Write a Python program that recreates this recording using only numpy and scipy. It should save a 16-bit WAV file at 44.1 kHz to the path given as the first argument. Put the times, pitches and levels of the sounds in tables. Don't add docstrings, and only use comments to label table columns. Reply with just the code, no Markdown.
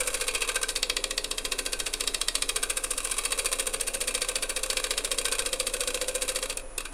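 import sys
import numpy as np
from scipy import signal
from scipy.fft import rfft, irfft
from scipy.io import wavfile
from scipy.ndimage import uniform_filter1d

SR = 44100
rng = np.random.default_rng(int(sys.argv[2]) if len(sys.argv) > 2 else 0)


def field_ratio(decibels):
    return 10 ** (np.asarray(decibels, dtype=float) / 20)


def wav_record(signal):
    frames = np.transpose(np.atleast_2d(signal))
    bounded = np.clip(frames, -1, 1)
    quanta = np.round(bounded * 32767).astype(np.int16)
    wavfile.write(sys.argv[1], SR, quanta)


N = 305613
T = np.arange(N) / SR
TURN = 3046
LIFTED_S = 6.52


def evened(x):
    return x / np.sqrt(np.mean(x ** 2) + 1e-20)


def read(points, hz):
    f, value = np.transpose(points)
    return np.interp(np.log(hz + 1), np.log(f + 1), value)


def follow(curve, s):
    return [np.interp(s, np.transpose(curve)[0], column) for column in np.transpose(curve)[1:]]


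def spectral_gain(points):
    return field_ratio(read(points, np.fft.rfftfreq(N, 1 / SR)))


def colour(x, points):
    return irfft(rfft(x) * evened(spectral_gain(points)), N)


def ring(x, modes, stagger_ms=0):
    delay = stagger_ms / 1000 * rng.random(len(modes))
    t = np.maximum(np.arange(4096)[:, None] / SR - delay, 0)
    hz, width, db = np.transpose(modes)
    decay = np.exp(-np.pi * width * t)
    shape = (field_ratio(db) * np.sqrt(width) * decay * np.sin(2 * np.pi * hz * t)).sum(axis=1)
    return signal.oaconvolve(x, shape / np.linalg.norm(shape))[:N]


def resonate(x, hz, width):
    carrier = np.exp(2j * np.pi * np.cumsum(hz) / SR)
    r = np.exp(-np.pi * width / SR)
    return 2 * (carrier * signal.lfilter([(1 - r) ** 2], [1, -2 * r, r ** 2], x / carrier)).real


def grain(keep, grit_db):
    size = (N // TURN + 9, TURN)
    fibre_db = grit_db * np.minimum(rng.exponential(1, size), 5)
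    fibres = rng.standard_normal(size) * field_ratio(fibre_db)
    surface = signal.lfilter([1], [1, -min(keep, .95)], fibres, axis=0)[8:]
    return evened(surface.ravel()[:N])


def contact(s, db, rise_ms, fall_ms, blunt=0.7):
    power = np.zeros(N + 9000)
    ms = np.arange(-1500, 3000) / SR * 1000
    for at, level_db, rise, fall in np.broadcast(s, db, rise_ms, fall_ms):
        rising = np.exp(-.5 * (ms / rise) ** 2)
        falling = np.exp(-.5 * (abs(ms) / fall) ** blunt)
        start = round(at * SR)
        power[start:start + len(ms)] += (field_ratio(level_db) * np.where(ms < 0, rising, falling)) ** 2
    return np.sqrt(power[1500:N + 1500])


def impulses(s, db):
    out = np.zeros(N)
    out[np.round(s * SR).astype(int)] = field_ratio(db)
    return out


# (frequency [Hz], level [dB per Hz])
RUNNING = [(15, 6), (35, -19), (48, 6), (100, -8), (130, -5.5), (250, -19), (500, -7.5), (1000, -5.5),
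           (2000, -13), (4300, -22.5), (8000, -18), (10000, -33), (11300, -22), (12000, -48), (16000, -50)]
# (frequency [Hz], width [Hz], level [dB])
CASING_MODES = [(277, 14, -57), (350, 30, -63), (597, 25, -63), (683, 10, -61), (2519, 20, -62)]
# (frequency [Hz], level [dB])
DRIVE_TONES = [(9146, -62), (9259, -66), (9717, -62), (9830, -65), (9943, -58), (10056, -67), (10169, -59),
               (10228, -68)]


def lathe():
    out = field_ratio(-50.5) * colour(rng.standard_normal(N), RUNNING)
    for hz, width, db in CASING_MODES:
        out += field_ratio(db) * ring(rng.standard_normal(N), [(hz, width, 0)])
    drifts = rng.standard_normal((2, N))
    wobble, lumps = (evened(uniform_filter1d(uniform_filter1d(v, 2500), 2500)) for v in drifts)
    phase = 4 * np.pi * T * SR / TURN + 2.4 + .25 * wobble
    out += np.sqrt(2) * field_ratio(-44 + 0.35 * lumps) * np.cos(phase)
    floor_shape = [(2, -20), (5, 0), (16, 0), (26, -40), (60, -140)]  # (Hz, dB)
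    out += field_ratio(-47) * colour(rng.standard_normal(N), floor_shape)
    for hz, db in DRIVE_TONES:
        out += np.sqrt(2) * field_ratio(db) * np.sin(2 * np.pi * (hz * T + rng.random()))
    return out


# (time [s], low rest mode [dB], high rest mode [dB], light rubbing [dB])
HAND_LEVELS = [(0.0, -49, -38.5, -49), (0.52, -54, -54.5, -63), (1.0, -46, -46.5, -61.5),
               (2.3, -49.5, -51, -58.5), (3.11, -53.5, -48, -55), (3.57, -50.5, -39, -56.5),
               (4.3, -52.5, -41, -60.5), (4.9, -49, -44, -58.5), (5.5, -50.5, -40, -59),
               (6.29, -49.5, -40, -57.5), (6.62, -51, -47.5, -80), (6.93, -90, -77, -66)]


def hand(control):
    return field_ratio(follow(HAND_LEVELS, T)[control])


# (frequency [Hz], width [Hz], delay after the ridge [ms])
REST_MODES = [(425, 90, 20.0), (515, 50, 8.0)]


def tool_rest():
    hold_s, sag_hz_per_s = .014, 1900
    since = (np.arange(N) + 900) % TURN / SR - 900 / SR - .006
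    out = np.zeros(N)
    for control, (hz, width, after_ms) in enumerate(REST_MODES):
        apart = since - after_ms / 1000
        loaded = np.exp(-(abs(apart) / hold_s) ** 4)
        wander = 0.6 * evened(uniform_filter1d(rng.standard_normal(N), size=8000))
        phase = 2 * np.pi * (hz - sag_hz_per_s / 2 * apart) * apart + wander
        struck = evened(loaded * np.cos(phase))
        shaken = ring(grain(0.54, 1.15) * evened(0.85 + loaded), [(hz, width, 0)])
        out += hand(control) * (field_ratio(-2.5) * struck + field_ratio(-5.5) * shaken)
    return out


# (time [s], knock level [dB], deepest cut's place in the turn [ms])
BLADE_ANGLE = [(0, -27, 8.3), (.14, -18, 9.4), (.3, -17.5, 6.3), (.56, -19.5, 7.2), (.72, -14.5, 10),
               (.83, -9, .6), (1.35, -15.5, 0.59), (1.45, -14.5, 3), (1.95, -14.5, 3.5), (2.35, -9.5, 5.8),
               (2.63, -18.5, 9.5), (2.9, -26, 11), (3.5, -15, 7.7), (3.83, -29, 12.8), (4.12, -12, 6.5),
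               (4.5, -21.5, 9.4), (4.72, -11, 7.2), (6.5, -17.5, 8.5)]
# (time [s], cut level [dB], level passed to the bowl [dB])
HAND_PRESSURE = [(0, -23.5, -32), (.4, -27, -26.5), (.6, -23, -25.5), (.72, -36, -40), (.83, -24.5, -25.5),
                 (1.45, -30, -34), (2.02, -23, -31), (2.5, -21.5, -25.5), (3.0, -23.5, -33),
                 (3.3, -19.5, -24.5), (3.7, -25, -30.5), (3.93, -26, -33), (4.8, -27, -28),
                 (5.2, -24.5, -34), (5.4, -28, -41), (5.62, -26.5, -29.5), (6.15, -27, -35.5),
                 (6.45, -28.5, -30)]
# (time [s], knock level [dB], extra cut [dB])
SLIPPED_TURNS = [(0.4882, -23, -1), (0.6302, -19, 4.5), (1.0398, -12.5, 4), (1.1078, -13, -1),
                 (1.1776, -10.5, -3), (1.864, -18, -8), (2.0744, -11.5, -1.5), (2.7687, -26, -1),
                 (2.8377, -38, -1), (2.9772, -21, 0), (3.0468, -24, 0.5), (3.181, -23, -2),
                 (3.387, -27, -2.5), (3.6676, -33, 3.5), (3.7365, -38, -0.5), (3.7986, -24, 5),
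                 (4.3551, -13.5, 0), (4.4926, -29, 1.5), (4.6313, -18, 3.5), (4.84, -13, -0.5),
                 (4.9767, -12.5, 1), (5.0457, -18.5, 0.5), (5.7368, -23, 1), (6.1495, -23, 1),
                 (6.4261, -17, -1.5), (6.497, -20, -1.5)]
# (time [s], knock level [dB], cut level [dB], spread [ms], bowl level [dB])
PARTING = [
    (6.57, -40, -23.5, 0.9, -33),
    (6.7779, -29, -21.5, 0.63, -27),
    (6.8526, -31, -35, 2.6, -30.5),
]


def ridge():
    turn = np.arange(0, LIFTED_S, TURN / SR)
    chance = rng.standard_normal((len(turn), 4)).T
    knock_db, place_ms = follow(BLADE_ANGLE, turn)
    cut_db, bowl_db = follow(HAND_PRESSURE, turn)
    tilted = (turn > 0.66) & (turn < 1.62)
    knock_ms = np.where(tilted, -0.6, 3.3)
    s = turn + (knock_ms + .3 * chance[0]) / 1000
    knock_db, cut_db, bowl_db = np.array([knock_db, cut_db, bowl_db]) + 0.58 * chance[1:]
    for at, slip_db, extra_db in SLIPPED_TURNS:
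        k = round(at * SR / TURN)
        s[k] = at
        knock_db[k] = slip_db
        cut_db[k] += extra_db
    centre_ms = np.maximum(place_ms - 1000 * (s - turn), .9)
    spread_ms = 2.82 - 0.34 * (cut_db + 25) + 0.24 * np.minimum(place_ms - 8.7, 0)
    rows = np.vstack([np.transpose([s, knock_db, cut_db, spread_ms, bowl_db]), PARTING])
    return (*rows.T, np.append(centre_ms, np.full(len(PARTING), 3.3)))


# (time [s], level [dB], place in the turn [ms])
RAMP_GRAZES = [(0, -29, -6.5), (.6, -24.5, -6), (.7, -24, -4), (1.05, -46, -5.5), (1.72, -27, -3),
               (2.95, -40, -2.5), (3.1, -28, -9.5), (3.55, -21.5, -4.5), (3.73, -37, 0.1), (4.1, -21.5, 0),
               (4.45, -54, -11.5), (4.87, -37, -1), (5.38, -22.5, -2), (5.58, -47, -5), (5.8, -34, -4),
               (6.02, -48, -1), (6.3, -20.5, -4.5), (6.5, -41, -3)]
# (time [s], level [dB])
LANDINGS = [(0, -27), (.33, -29), (.52, -27), (.62, -46), (2.6, -45), (3.0, -30.5), (3.6, -38.5),
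            (3.85, -32), (4.15, -31), (4.75, -27), (5.3, -27.5), (6.6, -31.5)]
# (time [s], level [dB])
LONE_LANDINGS = [
    (2.04, -27),
    (2.384, -34),
    (6.598, -35),
    (6.8078, -25.5),
    (6.927, -41),
]


def grazes():
    turn = np.arange(0, LIFTED_S, TURN / SR)
    ramp_db, place_ms = follow(RAMP_GRAZES, turn[1:])
    lands = turn + 0.03535
    sway = np.cos(2 * np.pi * (lands - 4.17) / .565)
    land_db = follow(LANDINGS, lands)[0] + 6.0 * (lands > 2.7) * sway
    stray_s, stray_db = np.transpose(LONE_LANDINGS)
    leads = (turn[1:] + place_ms / 1000, ramp_db)
    bounces = (np.append(lands, stray_s), np.append(land_db, stray_db))
    return leads, bounces


# (frequency [Hz], level [dB])
SHAVING_SHAPE = [(300, -22), (1500, -21), (4000, -12.5), (6500, -5), (9000, 1), (10500, -6.5), (13000, -10),
                 (15800, -39), (17000, -42)]
# (frequency [Hz], width [Hz], level [dB])
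KNOCK_MODES = [(1162, 160, -5.5), (1906, 60, -1), (2640, 40, -5), (2856, 220, -0.5), (3200, 170, 3),
               (3805, 290, 9), (4184, 340, -2), (4600, 190, 6), (5340, 260, 0), (5600, 920, 2),
               (6620, 1600, -5), (7700, 1200, 7)]


def knocked_bowl(s, knock_db, knock):
    out = np.zeros(N)
    for delay_ms, blow_db in [(.4, 12.14), (1.7, 9.4), (3.4, 11)]:
        late_ms, spread_db = rng.standard_normal((len(s), 2)).T
        blow_s = s + (delay_ms + .12 * late_ms) / 1000
        blow = impulses(blow_s, knock_db + blow_db + 0.91 * spread_db)
        out += ring(blow, KNOCK_MODES, stagger_ms=1.281)
    out += field_ratio(-17.5) * ring(grain(0.47, 0.45) * knock, KNOCK_MODES)
    return out + field_ratio(-16.5) * colour(grain(0.56, 0.77) * knock, SHAVING_SHAPE)


# (frequency [Hz], width [Hz], level [dB])
RIM_MODE = [(1123, 205, 0)]


def rim(s, knock_db, leads, knock, lead, bounce):
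    rough = field_ratio(-10) * lead + field_ratio(-8.5) * bounce + field_ratio(-17.0) * knock
    tap = impulses(np.append(leads[0], s), np.append(leads[1] + 5.4, knock_db - 4.5))
    return ring(grain(0.89, 0.64) * rough, RIM_MODE) + ring(tap, RIM_MODE)


# (frequency [Hz], width [Hz], level [dB])
EDGE_MODES = [(7850, 730, -12), (8600, 140, 7), (9150, 270, -34), (9500, 470, 10.5), (10600, 400, -53),
              (13980, 350, -1)]


def blade_edge(cut, graze, rub, since_ms):
    torn = grain(0.82, 4.1) * (cut + field_ratio(-10) * graze + rub)
    out = colour(torn, SHAVING_SHAPE)
    edge_force = cut + field_ratio(-24) * graze + field_ratio(-11) * rub
    out += field_ratio(-2.5) * ring(grain(0.84, 1.06) * edge_force, EDGE_MODES)
    squeal_hz = 8300 + 110 * np.clip(since_ms, 0, 16)
    out += field_ratio(-3) * resonate(torn, squeal_hz, 1000)
    thin = colour(grain(0.97, 2.2) * graze, SHAVING_SHAPE)
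    return out + field_ratio(-3.5) * np.gradient(np.gradient(thin))


# (frequency [Hz], width [Hz], level [dB])
CUT_MODES = [(1070, 610, -24), (1202, 120, 6.5), (1860, 160, -7), (2430, 43, -3), (2590, 130, 10),
             (2740, 155, 8), (3282, 270, 9.5), (3827, 200, 9), (4453, 93, 4), (5030, 210, -12)]


def scraped_bowl(cut_bowl, graze, rub, bounces):
    force = grain(0.62, 2.96) * (cut_bowl + field_ratio(-7.5) * graze + field_ratio(-5.5) * rub)
    share = np.pi / 4 * (1 + np.sin(2 * np.pi * T / 1.145 + 1.12))
    lean = 0.5 * np.outer((-1) ** (np.arange(len(CUT_MODES)) // 2), [0, 0, 1])
    modes = np.array(CUT_MODES)
    out = ring(force * np.cos(share), modes + lean) + ring(force * np.sin(share), modes - lean)
    ping = impulses(bounces[0], bounces[1] + 3.0)
    return out + ring(ping, CUT_MODES[3:6])


# (time [s], level [dB])
GRIP_LEVEL = [(0.0, -41.5), (0.31, -49.5), (0.56, -43), (0.64, -40), (0.73, -57), (1.0, -67), (1.83, -49),
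              (2.54, -65), (2.58, -44), (2.95, -53.5), (4.77, -48.5), (5.22, -53), (5.28, -41.5),
              (5.67, -58.5), (5.77, -48.5), (6.6, -55), (6.7, -63), (6.87, -49)]
# (frequency [Hz], width [Hz], level [dB])
SHANK_MODES = [(1558, 60, -1), (2350, 170, -5.5), (2685, 360, -15.5)]


def shank(s, cut, bounce):
    exit_s = np.round(s * SR / TURN) * TURN / SR + .0135
    late = evened(contact(exit_s, 0, 0.19, 2.2) + contact(s + 0.0069, -8, 2.2, 3.9) + 0.026)
    grip = field_ratio(follow(GRIP_LEVEL, T)[0] + 4.0)
    force = grip * (late + field_ratio(31) * cut) + field_ratio(-24.5) * bounce
    return ring(grain(0.81, 1.0) * force, SHANK_MODES)


def bite(since_ms):
    bitten = np.where(since_ms < 35, np.clip(0.19 + since_ms, 0, 1), .35)
    turn_ms = np.arange(N) % TURN / SR * 1000
    return bitten * (1 - 0.61 * (turn_ms < 55) / (1 + np.exp((19.5 - turn_ms) / 0.29)))


# (frequency [Hz], level [dB])
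TOOL_PATH = [(100, -58), (300, -15.5), (450, 7), (800, -12.5), (1100, -3.25), (10000, -2.03), (16000, -9.5)]


def scraper():
    s, knock_db, cut_db, spread, bowl_db, centre_ms = ridge()
    leads, bounces = grazes()
    spread = np.maximum(spread, .8)
    since_ms = 1000 * (T - np.append(-1, s)[np.searchsorted(s, T)])
    bitten = bite(since_ms)
    cut_s = s + centre_ms / 1000

    knock = contact(s + 0.0009, knock_db - 6.5, 0.07, 0.48)
    cut = bitten * contact(cut_s, cut_db - 0.5, 2.1 * spread, 2.3 * spread, 1.95)
    cut_bowl = bitten * contact(cut_s + 0.0022, bowl_db + 0.05, 1.7 * spread, 1.3 * spread + 2.8, 1.3)
    cut_bowl += contact(bounces[0], bounces[1] - 16, 7.8, 3.0, 1.8)
    lead = contact(*leads, 1.28, 2.7)
    bounce = contact(*bounces, 1.7, 0.94)
    graze = lead + bounce
    rub = hand(2) * field_ratio(11.5) * (0.4 + contact(s + 0.038, 0, 1.3, 4.1))

    out = knocked_bowl(s, knock_db, knock)
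    out += rim(s, knock_db, leads, knock, lead, bounce)
    out += blade_edge(cut, graze, rub, since_ms)
    out += scraped_bowl(cut_bowl, graze, rub, bounces)
    out += shank(s, cut, bounce)
    return irfft(rfft(out) * spectral_gain(TOOL_PATH), N)


# (frequency [Hz], decay time to -60 dB [s])
ROOM_DECAY = [(300, 0.66), (1500, 0.17), (4000, 0.18), (10000, 0.11), (16000, 0.17)]


def room(x):
    taps = np.zeros(SR // 2)
    at = np.arange(120, len(taps) - 20, 20)
    taps[at + rng.integers(0, 20, len(at))] = rng.choice([-1., 1.], len(at))
    hz, t, z = signal.stft(taps, SR, nperseg=256)
    decay = field_ratio(-60 * t / read(ROOM_DECAY, hz)[:, None])
    tail = signal.istft(z * decay, SR, nperseg=256)[1]
    return signal.oaconvolve(x, tail / np.linalg.norm(tail))[:N]


def scene():
    tool = scraper()
    rest = tool_rest()
    reflections = room(field_ratio(-9.5) * tool + field_ratio(-11.0) * rest)
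    return (tool + rest + reflections + lathe())[None]


def roll_off(x):
    return signal.sosfilt(signal.butter(12, 16450, fs=SR, output="sos"), x)


def record(dry):
    softened = .42 * np.tanh(dry / .42)
    low_pass = signal.firwin(255, 15900, window=("kaiser", 9), fs=SR)
    limited = signal.oaconvolve(softened, low_pass[None], "same")
    return roll_off(limited)


dry = scene()
out = record(dry)
wav_record(out)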